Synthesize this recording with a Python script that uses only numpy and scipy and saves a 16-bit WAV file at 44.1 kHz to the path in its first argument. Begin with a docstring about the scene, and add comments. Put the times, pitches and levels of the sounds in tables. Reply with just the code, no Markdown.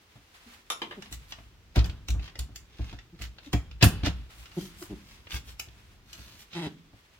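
"""A small hard-walled room: hands fit a plastic drain line close to the microphones, over steady air noise.
Impulsive contacts excite decaying modes: a metal cap clacks onto a cement can and rings; the fitting clicks
and crunches. Each push sways the pipe, knocks the wooden platform and leaves a rumble of shaped noise.
Friction supplies the rest: skin judders on the foam sleeve by stick-slip, foam scrapes as dense crackle,
clothes rustle as fluttering noise. Noise responses supply the room's reflections and a faint late echo."""
import sys
import numpy as np
from scipy import signal
from scipy.fft import rfft, irfft, next_fast_len
from scipy.io import wavfile
from scipy.ndimage import uniform_filter1d

SR = 44100
rng = np.random.default_rng(int(sys.argv[2]) if len(sys.argv) > 2 else 0)


def store_wav(level_fs):
    """Save 16-bit WAV to argv[1]."""
    pcm = np.round(np.clip(np.atleast_2d(level_fs), -1, 1) * 32767)
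    wavfile.write(sys.argv[1], SR, pcm.T.astype(np.int16))


N = 317079
TIME = np.arange(N) / SR
AFTER = TIME[:SR // 2]  # time since a blow [s]

# Levels in the tables are relative: each source adds its own gain.
# Cap on the can: (time [s], level [dB], roll-off frequency [Hz], share of tin ring [dB])
CAP_BLOWS = [(.7012, -7, 14200, 4.5), (.7135, -24.5, 2200, 8), (.720, -20.5, 8000, 9.5),
             (.8181, -5, 3700, -37), (.834, -23, 2970, -23), (.9099, -15, 2300, -34),
             (.924, -18.5, 2000, -32)]
# Plastic on plastic: (time [s], level [dB], bass shelf [dB], treble shelf [dB])
CLICKS = [(1.0228, -30.5, -12.5, -21), (1.0586, -37.5, -11, -51), (1.1255, -30, -31, -7.5),
          (1.322, -25.5, -19, -29), (1.386, -47.5, 11.5, -30), (1.759, -19, -2, -19),
          (1.7781, -34, -3, -34), (1.8434, -27.5, -16, -20), (1.8584, -36.5, -4.5, -7),
          (1.8961, -30, -21, -30), (2.0848, -25, -23, -11.5), (2.1038, -28.5, -48, -9.5),
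          (2.195, -37, -12, -40), (2.2788, -32, -18, -35), (2.355, -32.5, -9.5, -30),
          (2.3909, -26.5, -20.5, -8), (2.5592, -30.5, -22, -10), (2.928, -38, -1, -25),
          (2.988, -32, -23, -37), (3.2201, -28.5, -52, -14), (3.3845, -34.5, -17, -44),
          (3.5307, -17, -4.5, -18.5), (3.713, -39, -12, -28), (3.8258, -3, -15, -18.5),
          (3.8312, -11, -13, -33), (3.8414, -20, 2.5, 6), (3.8455, -25, -18, -2), (4.0347, -28, -5, -28),
          (4.0604, -21, -1, -18), (4.4573, -36, -23, -32), (4.5164, -38.5, -20, -51),
          (4.8248, -38.5, 0, -8), (5.27, -34.5, -12, -51), (5.3173, -23.5, -37, -61),
          (5.5966, -23, -21, -9), (5.686, -43, -8.5, -30.5), (6.1303, -31, -25, -14)]
# Pushes on the pipe: (time [s], sway level [dB], time to full sway [s], knock on the boards [dB])
PUSHES = [(.154, -54, 0.0052, -45.5), (1.113, -37.5, 0.031, -42), (1.382, -48, 0.039, -47),
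          (1.764, -12.5, 0.026, -16.5), (1.883, -25, 0.012, -47), (2.086, -20.5, 0.039, -33.5),
          (2.145, -24, 0.017, -36), (2.386, -25.5, 0.022, -39), (2.489, -44.5, 0.031, -48),
          (2.791, -24.5, 0.022, -32), (2.925, -40, 0.03, -36), (3.198, -35, 0.038, -41),
          (3.531, -20, 0.022, -16.5), (3.691, -37.5, 0.033, -60), (3.824, -18.5, 0.0052, -7.5),
          (3.858, -9, 0.0077, -20), (4.032, -19, 0.007, -24.5), (4.067, -23.5, 0.016, -18.5),
          (4.121, -32.5, 0.039, -49), (4.367, -44.5, 0.035, -55), (4.911, -41, 0.024, -48),
          (5.33, -28.5, 0.021, -42), (5.453, -44.5, 0.037, -68), (5.669, -50, 0.028, -48),
          (6.183, -44, 0.022, -44.5), (6.657, -42, 0.0092, -60), (6.929, -70, 0.0074, -46)]
# Skin juddering on foam:
# (time [s], length [s], first slip rate [Hz], last slip rate [Hz], level [dB], roll-off frequency [Hz])
JUDDERS = [(0.448, 0.048, 266, 213, -53, 302), (0.961, 0.04, 248.5, 161, -44.5, 384),
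           (3.118, 0.036, 175, 152, -51.5, 245), (3.455, 0.031, 311, 240, -46, 304),
           (4.562, 0.033, 189.3, 152, -32, 414), (4.596, 0.074, 203.6, 184.5, -47.5, 130),
           (4.811, 0.023, 350, 297, -44, 905), (4.887, 0.0617, 109.8, 82.7, -40, 354),
           (6.538, 0.086, 170.4, 169, -36.5, 4730), (6.595, 0.1, 164.8, 131.7, -37.5, 4700),
           (6.66, 0.016, 213, 176, -38.5, 266), (6.697, 0.025, 168, 136, -69, 224)]
# Foam sleeve scraping: (middle [s], half width [s], level [dB], treble shelf [dB])
SCRAPES = [(1.13, 0.015, -38.5, 10), (1.304, 0.021, -49.5, 9), (1.785, 0.023, -35.5, -10),
           (1.975, 0.015, -59, -7), (2.249, 0.038, -47.5, -6), (2.85, 0.11, -49.5, -6.5),
           (3.231, .03, -40, 0), (3.461, 0.031, -49, -3), (3.818, 0.0086, -29, -29.5),
           (4.065, 0.019, -28, -9), (4.40, 0.055, -54, 11), (4.628, 0.063, -44.5, 8),
           (4.821, 0.041, -46, 15), (5.109, 0.08, -53, 2), (5.345, 0.034, -34.5, 3.5),
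           (5.49, 0.039, -48.5, 6.5), (6.19, 0.096, -49, 3), (6.312, 0.086, -53, 5.5),
           (6.408, 0.031, -50, 10.5), (6.543, 0.027, -43.5, -8)]
# Arm movements that rustle the clothes: (start [s], length [s], level [dB])
REACHES = [(0, 0.43, -63), (0.335, 0.23, -56), (0.65, 0.78, -60), (3.893, 0.34, -64.5),
           (4.29, 0.704, -56.5), (5.046, 0.87, -63.5), (6.06, 0.68, -64.5), (6.921, 0.25, -67.5)]

# Modes of the platform boards: (frequency [Hz], level [dB], decay by 60 dB [s])
BOARD_MODES = [(108.2, 8.5, 0.13), (163.4, -5, 0.23), (201, -7.5, 0.16), (214, -3, .12), (284.6, 1, 0.12),
               (328, -3.5, 0.098), (438, -17.5, 0.072), (518, -29.5, 0.39), (611, -11, 0.076),
               (714, -6, 0.11)]
# Modes of the pipe wall: (frequency [Hz], level [dB], decay by 60 dB [s])
PIPE_MODES = [(783, -11.5, 0.074), (1130, -21, .05), (1356, 0, 0.019), (1820, -7, .03), (2450, -9.5, 0.056),
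              (2680, -11, .06), (2935, -1.5, 0.034), (3455, -3.5, .03), (3870, -24, .03), (4840, -18, .028),
              (5000, -13, .021)]
# Modes of the cement can: (frequency [Hz], level [dB], decay by 60 dB [s])
TIN_MODES = [(1190, 2.5, 0.051), (1246, 1.5, 0.036), (1348, -8, 0.049), (2590, -0.5, 0.013),
             (3070, -12, 0.034), (3560, -11, 0.044), (3630, 1, 0.021), (5310, -4.5, 0.019),
             (5650, 6.5, 0.0078), (6900, 1, 0.009), (10220, -4.5, 0.027), (11200, -8, 0.037)]
# Reverberation of the small room: (frequency [Hz], decay by 60 dB [s])
ROOM_T60 = [(150, 0.6), (500, 0.26), (1500, 0.22), (4000, 0.17), (8000, 0.22), (15000, 0.17)]

# Spectrum of plastic clicks: (frequency [Hz], gain [dB])
CLICK_COLOUR = [(100, -19.5), (300, -3), (750, 2.5), (1300, -0.5), (1900, -0.5), (2700, -0.5), (4300, -2.5),
                (7000, -3), (10000, -10.5), (15500, -10)]
# Spectrum of the cap's clack: (frequency [Hz], gain [dB])
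CAP_COLOUR = [(150, -19), (330, -9.5), (560, -7.5), (850, -5), (1700, -7.5), (2300, -9.5), (3400, -1.5),
              (4600, -13), (6500, -20), (9000, -21), (15000, -19)]
# Spectrum of foam scrapes: (frequency [Hz], gain [dB])
SCRAPE_COLOUR = [(150, -2.5), (500, -11), (1200, -6.5), (2000, -3.5), (3500, -1), (6000, -7.5), (9000, -19),
                 (15500, -18.5)]
# Spectrum of skin judders: (frequency [Hz], gain [dB])
JUDDER_COLOUR = [(60, -14), (170, -0.5), (260, 0), (350, -1.5), (500, -10.5), (850, -10), (1300, -17.5),
                 (2000, -14), (2600, -17.5), (3400, -13.5), (6000, -24), (15000, -24.5)]
# Spectrum of cloth: (frequency [Hz], gain [dB])
RUSTLE_COLOUR = [(100, -8), (300, -14.5), (600, -4.5), (1200, 0.5), (2800, 1), (5000, -5.5), (9000, -11),
                 (15500, -15)]
# Spectrum of the platform's dense thud: (frequency [Hz], gain [dB])
THUD_COLOUR = [(50, 4), (100, 6), (180, -0.5), (290, 5), (430, -6), (750, -7.5), (1300, -15.5),
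               (3000, -30.5), (8000, -60)]
# Spectrum of the platform's rumble: (frequency [Hz], gain [dB])
RUMBLE_COLOUR = [(20, -30), (40, 5.5), (60, 6), (110, -1), (180, -7.5), (320, -18), (600, -29),
                 (1500, -27.5), (4000, -54)]
# Spectrum of the air: (frequency [Hz], gain [dB])
AIR_COLOUR = [(25, -4), (65, 1.5), (160, -12), (330, -7), (600, -13.5), (1000, -13.5), (2800, -14.5),
              (6000, -20.5), (10000, -33.5), (15500, -28)]

REACH_ATTACK_S, REACH_RELEASE_S, RESTING_DB = 0.017, 0.07, -72
GRIP_START_S, GRIP_END_S = 0.95, 6.4  # the hands hold the pipe
GRIP_DB, LOOSE_DB = -56.5, -68  # rumble while it is held, and otherwise
RUMBLE_BUILD_S, RUMBLE_DECAY_S = 0.03, 0.081  # the platform after a push
SLOW_SWAY_HZ, STIFFEN_S = 57.74, 0.0085  # limit for a slow shove; shoves near this time swing faster
KNOCK_LAG_S = 0.002986  # the pipe meets the boards just after the push begins
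WORKING_START_S, WORKING_END_S = 1.75, 4.5  # the joint is being worked
LATE_T60_S, LATE_DB, LATE_BODY_DB, LATE_DULL_HZ = 0.74, -27, -15, 5000
TOP_HZ = 15900


def undb(db):
    """Level to amplitude: 20 dB is a factor of ten."""
    return 10 ** (np.asarray(db) / 20)


def unit(x):
    """Normalisation of power: an rms of 1."""
    return x / np.sqrt(np.mean(x ** 2) + 1e-24)


def unit_energy(x):
    """Normalisation of energy: a mean of 1 per channel."""
    return unit(x) / np.sqrt(x.shape[-1])


def add(track, s, x):
    """Superposition: x joins the track at s seconds."""
    start = max(int(s * SR), 0)
    track[..., start:start + x.shape[-1]] += x[..., :N - start]


def along(points, hz):
    """Interpolation of (frequency, value) points on a logarithmic frequency axis."""
    f, value = np.transpose(points)
    return np.interp(np.log(hz + 1), np.log(f), value)


def colour(x, points, body_db=0, treble_db=0, dull_hz=SR):
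    """Minimum-phase filtering: a spectrum with bass shelf, treble shelf and roll-off, made causal."""
    size = next_fast_len(x.shape[-1] + 4096, True)
    hz = np.fft.rfftfreq(size, 1 / SR)
    bass_shelf = body_db / (1 + (hz / 1300) ** 4)
    treble_shelf = treble_db * (1 - 1 / (1 + (hz / 6500) ** 6))
    gain = undb(along(points, hz) + bass_shelf + treble_shelf)
    roll_off = np.log1p((hz / dull_hz) ** 4) / 2
    # folding the cepstrum onto positive time gives the minimum phase
    cepstrum = irfft(np.log(gain) - roll_off, size)
    cepstrum[1:size // 2] *= 2
    cepstrum[size // 2 + 1:] = 0
    return irfft(rfft(x, size) * np.exp(rfft(cepstrum)), size)[..., :x.shape[-1]]


def ring(modes, scatter_db=2):
    """Modal decay: each blow lands elsewhere and shares its energy differently among the modes."""
    hz, db, t60 = np.transpose(modes)[:, :, None]
    level_db = db + scatter_db * rng.standard_normal(hz.shape)
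    size = undb(level_db) * rng.choice([-1, 1], hz.shape)
    decay = np.exp(-np.log(1000) * AFTER / t60)
    return np.sum(size * np.sin(2 * np.pi * hz * AFTER) * decay, axis=0)


def diffuse(size, apart_hz=650):
    """Diffuse-field coherence: noise much alike at both ports in the bass, unrelated in the treble."""
    mid, side = rfft(rng.standard_normal((2, size)))
    alike = 0.94 / (1 + (np.fft.rfftfreq(size, 1 / SR) / apart_hz) ** 4)
    opposed = np.array([[1], [-1]]) * side * np.sqrt(1 - alike)
    return irfft(mid * np.sqrt(1 + alike) + opposed, size)


def grains(size, per_s, spread_db):
    """Asperity contact: random tiny catches of a rough surface, many faint and a few strong."""
    strength = undb(spread_db * np.minimum(rng.exponential(size=size), 5))
    caught = rng.random(size) < per_s / SR
    return unit(rng.standard_normal(size) * strength * caught)


def walk(rate):
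    """Slow random drift: interpolated normal knots at a rate [Hz], with a spread near 1."""
    knots = rng.standard_normal(int(rate * N / SR) + 2)
    return np.interp(TIME * rate, np.arange(len(knots)), knots)


def slip(length_s, snap=0.4):
    """Contact release: a snap, then an exponentially dying crunch of micro-slips."""
    force = unit_energy(grains(len(AFTER), 25000, 0.57) * np.exp(-AFTER / max(length_s, 1e-4)))
    force[0] += snap
    return unit_energy(force)


def crackle(size, per_s, catch_db):
    """Sliding friction: a fine hiss with separate small catches below the treble."""
    low_pass = signal.butter(2, 5500, fs=SR, output="sos")
    catches = signal.sosfilt(low_pass, grains(size, per_s, 2.2))
    return unit(rng.standard_normal(size) + undb(catch_db) * unit(catches))


def room(x, near_db, tail_db, near_s=0.0067, build_s=0.0034):
    """Room response at two ports: direct from the left, nearby panels, a tail decaying by band."""
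    size = len(AFTER)
    noise = rfft(diffuse(size))
    hz, t60 = np.transpose(ROOM_T60)
    tail = 0
    for band, band_t60 in zip(np.eye(len(hz)), t60):
        weight = along(np.c_[hz, band], np.fft.rfftfreq(size, 1 / SR))
        tail = tail + irfft(noise * weight, size) * np.exp(-np.log(1000) * AFTER / band_t60)
    response = undb(tail_db) * unit_energy(tail * (1 - np.exp(-AFTER / build_s)))
    response += undb(near_db) * unit_energy(diffuse(size) * np.exp(-AFTER / near_s))
    response[[0, 1], [0, 4]] += 1  # direct sound, four samples later on the right
    return signal.fftconvolve(x[None], unit_energy(response), axes=1)[:, :N]


def house(x):
    """Late reverberation: a faint, dull and longer echo from beyond the small room."""
    noise = colour(diffuse(len(AFTER)), SCRAPE_COLOUR, body_db=LATE_BODY_DB, dull_hz=LATE_DULL_HZ)
    tail = noise * np.exp(-np.log(1000) * AFTER / LATE_T60_S)
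    return undb(LATE_DB) * signal.fftconvolve(x, unit_energy(tail), axes=1)[:, :N]


def air(level_db=-63):
    """Stationary diffuse noise: steady air with a fixed spectrum."""
    return undb(level_db) * unit(colour(diffuse(N), AIR_COLOUR))


def rustle(flutter_db=2, catches_per_s=200, catch_db=-6):
    """Modulated friction noise: cloth and skin rustle unevenly; each reach swells, holds and fades."""
    motion = np.full(N, undb(RESTING_DB))
    for s, length_s, db in REACHES:
        swell = np.clip((TIME - s) / REACH_ATTACK_S, 0, 1)
        fade = np.exp(-np.maximum(TIME - s - length_s, 0) / REACH_RELEASE_S)
        motion = np.hypot(motion, undb(db) * swell * fade)
    catches = room(crackle(N, catches_per_s, catch_db=4.5), near_db=9.5, tail_db=2.5)
    cloth = diffuse(N) + undb(catch_db) * catches
    return unit(colour(cloth, RUSTLE_COLOUR)) * motion * undb(flutter_db * walk(35))


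def rumble(gain_db=-13, growth=0.99):
    """Addition of noise powers: the held pipe rumbles softly; each push shakes the platform for a while."""
    gripped = (TIME > GRIP_START_S) & (TIME < GRIP_END_S)
    power = uniform_filter1d(undb(np.where(gripped, GRIP_DB, LOOSE_DB)) ** 2, SR // 20)
    shake = (1 - np.exp(-AFTER / RUMBLE_BUILD_S)) * np.exp(-AFTER / RUMBLE_DECAY_S)
    for s, db, _, _ in PUSHES:
        add(power, s, (undb(growth * db + gain_db) * shake) ** 2)
    return unit(colour(rng.standard_normal(N), RUMBLE_COLOUR)) * np.sqrt(power)


def sway(steep=1.24, overtone_db=-15):
    """Damped oscillation: the held pipe swings briefly, stopped by the hands; sharp shoves swing faster."""
    out = np.zeros(N)
    for s, db, swell_s, _ in PUSHES:
        age = AFTER / swell_s
        swing_hz = SLOW_SWAY_HZ * np.hypot(1, STIFFEN_S / swell_s)
        turn = 2 * np.pi * swing_hz * AFTER
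        swing = np.sin(turn) + undb(overtone_db) * np.sin(1.823 * turn)
        envelope = age * np.exp((1 - age ** steep) / steep)  # peaks at swell_s
        add(out, s, undb(db) * swing * envelope)
    return out


def platform(boom_db=-7, contact_s=0.0068, thud_db=18, thud_s=0.018):
    """Impact excitation: boards driven by the pipe boom in a few clear modes over a dense thud."""
    out = np.zeros(N)
    for s, _, _, db in PUSHES:
        thud = unit_energy(colour(slip(thud_s), THUD_COLOUR))
        boom = ring(BOARD_MODES) * (1 - np.exp(-AFTER / contact_s))
        add(out, s + KNOCK_LAG_S, undb(db) * (undb(boom_db) * boom + undb(thud_db) * thud))
    return out


def judders(gain_db=-1, grit=0.76, grit_share=0.44):
    """Stick-slip oscillation: skin on foam gives a pulse and a puff of grit at each slip."""
    out = np.zeros(N)
    high_pass = signal.butter(2, 1300, "high", fs=SR, output="sos")
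    for s, length_s, first_hz, last_hz, db, dull_hz in JUDDERS:
        size = int(length_s * SR)
        slip_hz = np.linspace(first_hz, last_hz, size) * (1 + 0.04 * walk(160)[:size])
        cycles = np.cumsum(slip_hz) / SR
        # one pulse per whole cycle, less the mean
        pulses = unit(np.diff(np.floor(cycles), prepend=0) - np.diff(cycles, prepend=0))
        puffs = unit(rng.standard_normal(size) * np.exp(-(cycles % 1) / grit_share))
        puffs = signal.sosfilt(high_pass, puffs)
        force = (pulses + grit * puffs) * signal.windows.tukey(size, 0.7)
        rub = colour(np.pad(force, (0, 2048)), JUDDER_COLOUR, dull_hz=dull_hz)
        add(out, s, undb(db + gain_db) * unit_energy(rub) * np.sqrt(size))
    return out


def cap(gain_db=4, ring_db=1):
    """Impact and modal decay: the metal cap clacks onto the can, which rings briefly."""
    out = np.zeros(N)
    for s, db, dull_hz, tin_db in CAP_BLOWS:
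        clack = unit_energy(colour(slip(0.0024), CAP_COLOUR, dull_hz=dull_hz))
        tin = undb(tin_db + ring_db) * unit_energy(ring(TIN_MODES))
        add(out, s, undb(db + gain_db) * (clack + tin))
    return out


def fitting(gain_db=25, ring_db=-15, body_db=4, treble_db=7, slip_s=0.0023, strain_s=0.0043, strain_db=-14):
    """Strain release: the joint creaks increasingly, then gives way with a crack that rings the pipe wall."""
    out = np.zeros((2, N))
    lead = SR // 20
    for s, db, body, treble in CLICKS:
        strain = unit_energy(grains(lead, 7200, 0.69) * np.exp(-AFTER[:lead] / strain_s))[::-1]
        crack = slip(slip_s * undb(0.33 * (db + 22.5)))  # harder pushes slip for longer
        crack = crack + undb(ring_db) * unit_energy(ring(PIPE_MODES))
        force = np.r_[undb(strain_db) * strain, crack]
        click = colour(force[:SR // 5], CLICK_COLOUR, body + body_db, treble + treble_db)
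        # hands and body keep moving, so every click meets different reflections
        heard = room(click, near_db=4.5, tail_db=1.5, near_s=0.0053)
        add(out, s - lead / SR, undb(db + gain_db) * heard)
    return out


def scrapes(gain_db=-1, catches_per_s=400, catch_db=1, bright_db=6.5):
    """Sliding friction: foam over pipe and wood swells in dense crackle, each with its own reflections."""
    out = np.zeros((2, N))
    middle = AFTER.mean()
    for s, width_s, db, treble_db in SCRAPES:
        rub = crackle(len(AFTER), catches_per_s, catch_db)
        rub = unit(colour(rub, SCRAPE_COLOUR, treble_db=treble_db + bright_db))
        swell = undb(db + gain_db) * np.exp(-((AFTER - middle) / width_s) ** 2)
        add(out, s - middle, room(rub * swell, near_db=4.5, tail_db=-2.5))
    return out


def ticks(per_s=14, tick_db=-33, spread_db=3, body_db=1, treble_db=-22):
    """Random micro-slips: faint ticks at random times while the joint is being worked."""
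    working = (TIME > WORKING_START_S) & (TIME < WORKING_END_S)
    strength = undb(tick_db + spread_db * rng.uniform(-1.1, 1, N))
    catches = working * (rng.random(N) < per_s / SR) * strength
    force = signal.fftconvolve(catches, slip(0.003))[:N]
    return colour(force, CLICK_COLOUR, body_db, treble_db)


def scene(port_radians=0.23):
    """Superposition: handling in the room, air, and long bass waves nearly in phase at both ports."""
    handling = rustle() + room(judders(), near_db=3, tail_db=-4.5) + room(cap(), near_db=4, tail_db=3)
    handling += fitting() + scrapes() + room(ticks(), near_db=-6, tail_db=-9)
    # the analytic signal lets the bass be turned in phase, oppositely at each port
    boom = signal.hilbert(rumble() + sway() + platform(), next_fast_len(N))[:N]
    bass = np.real(boom * np.exp(1j * port_radians * np.array([[1], [-1]])))
    return handling + house(handling) + bass + air()


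def record(dry):
    """Band limitation: the deepest bass is rolled off and the top cut steeply."""
    high_pass = signal.butter(2, 24, "high", fs=SR, output="sos")
    low_pass = signal.ellip(8, 0.2, 70, TOP_HZ, fs=SR, output="sos")
    return signal.sosfilt(low_pass, signal.sosfilt(high_pass, dry))


dry = scene()
out = record(dry)
store_wav(out)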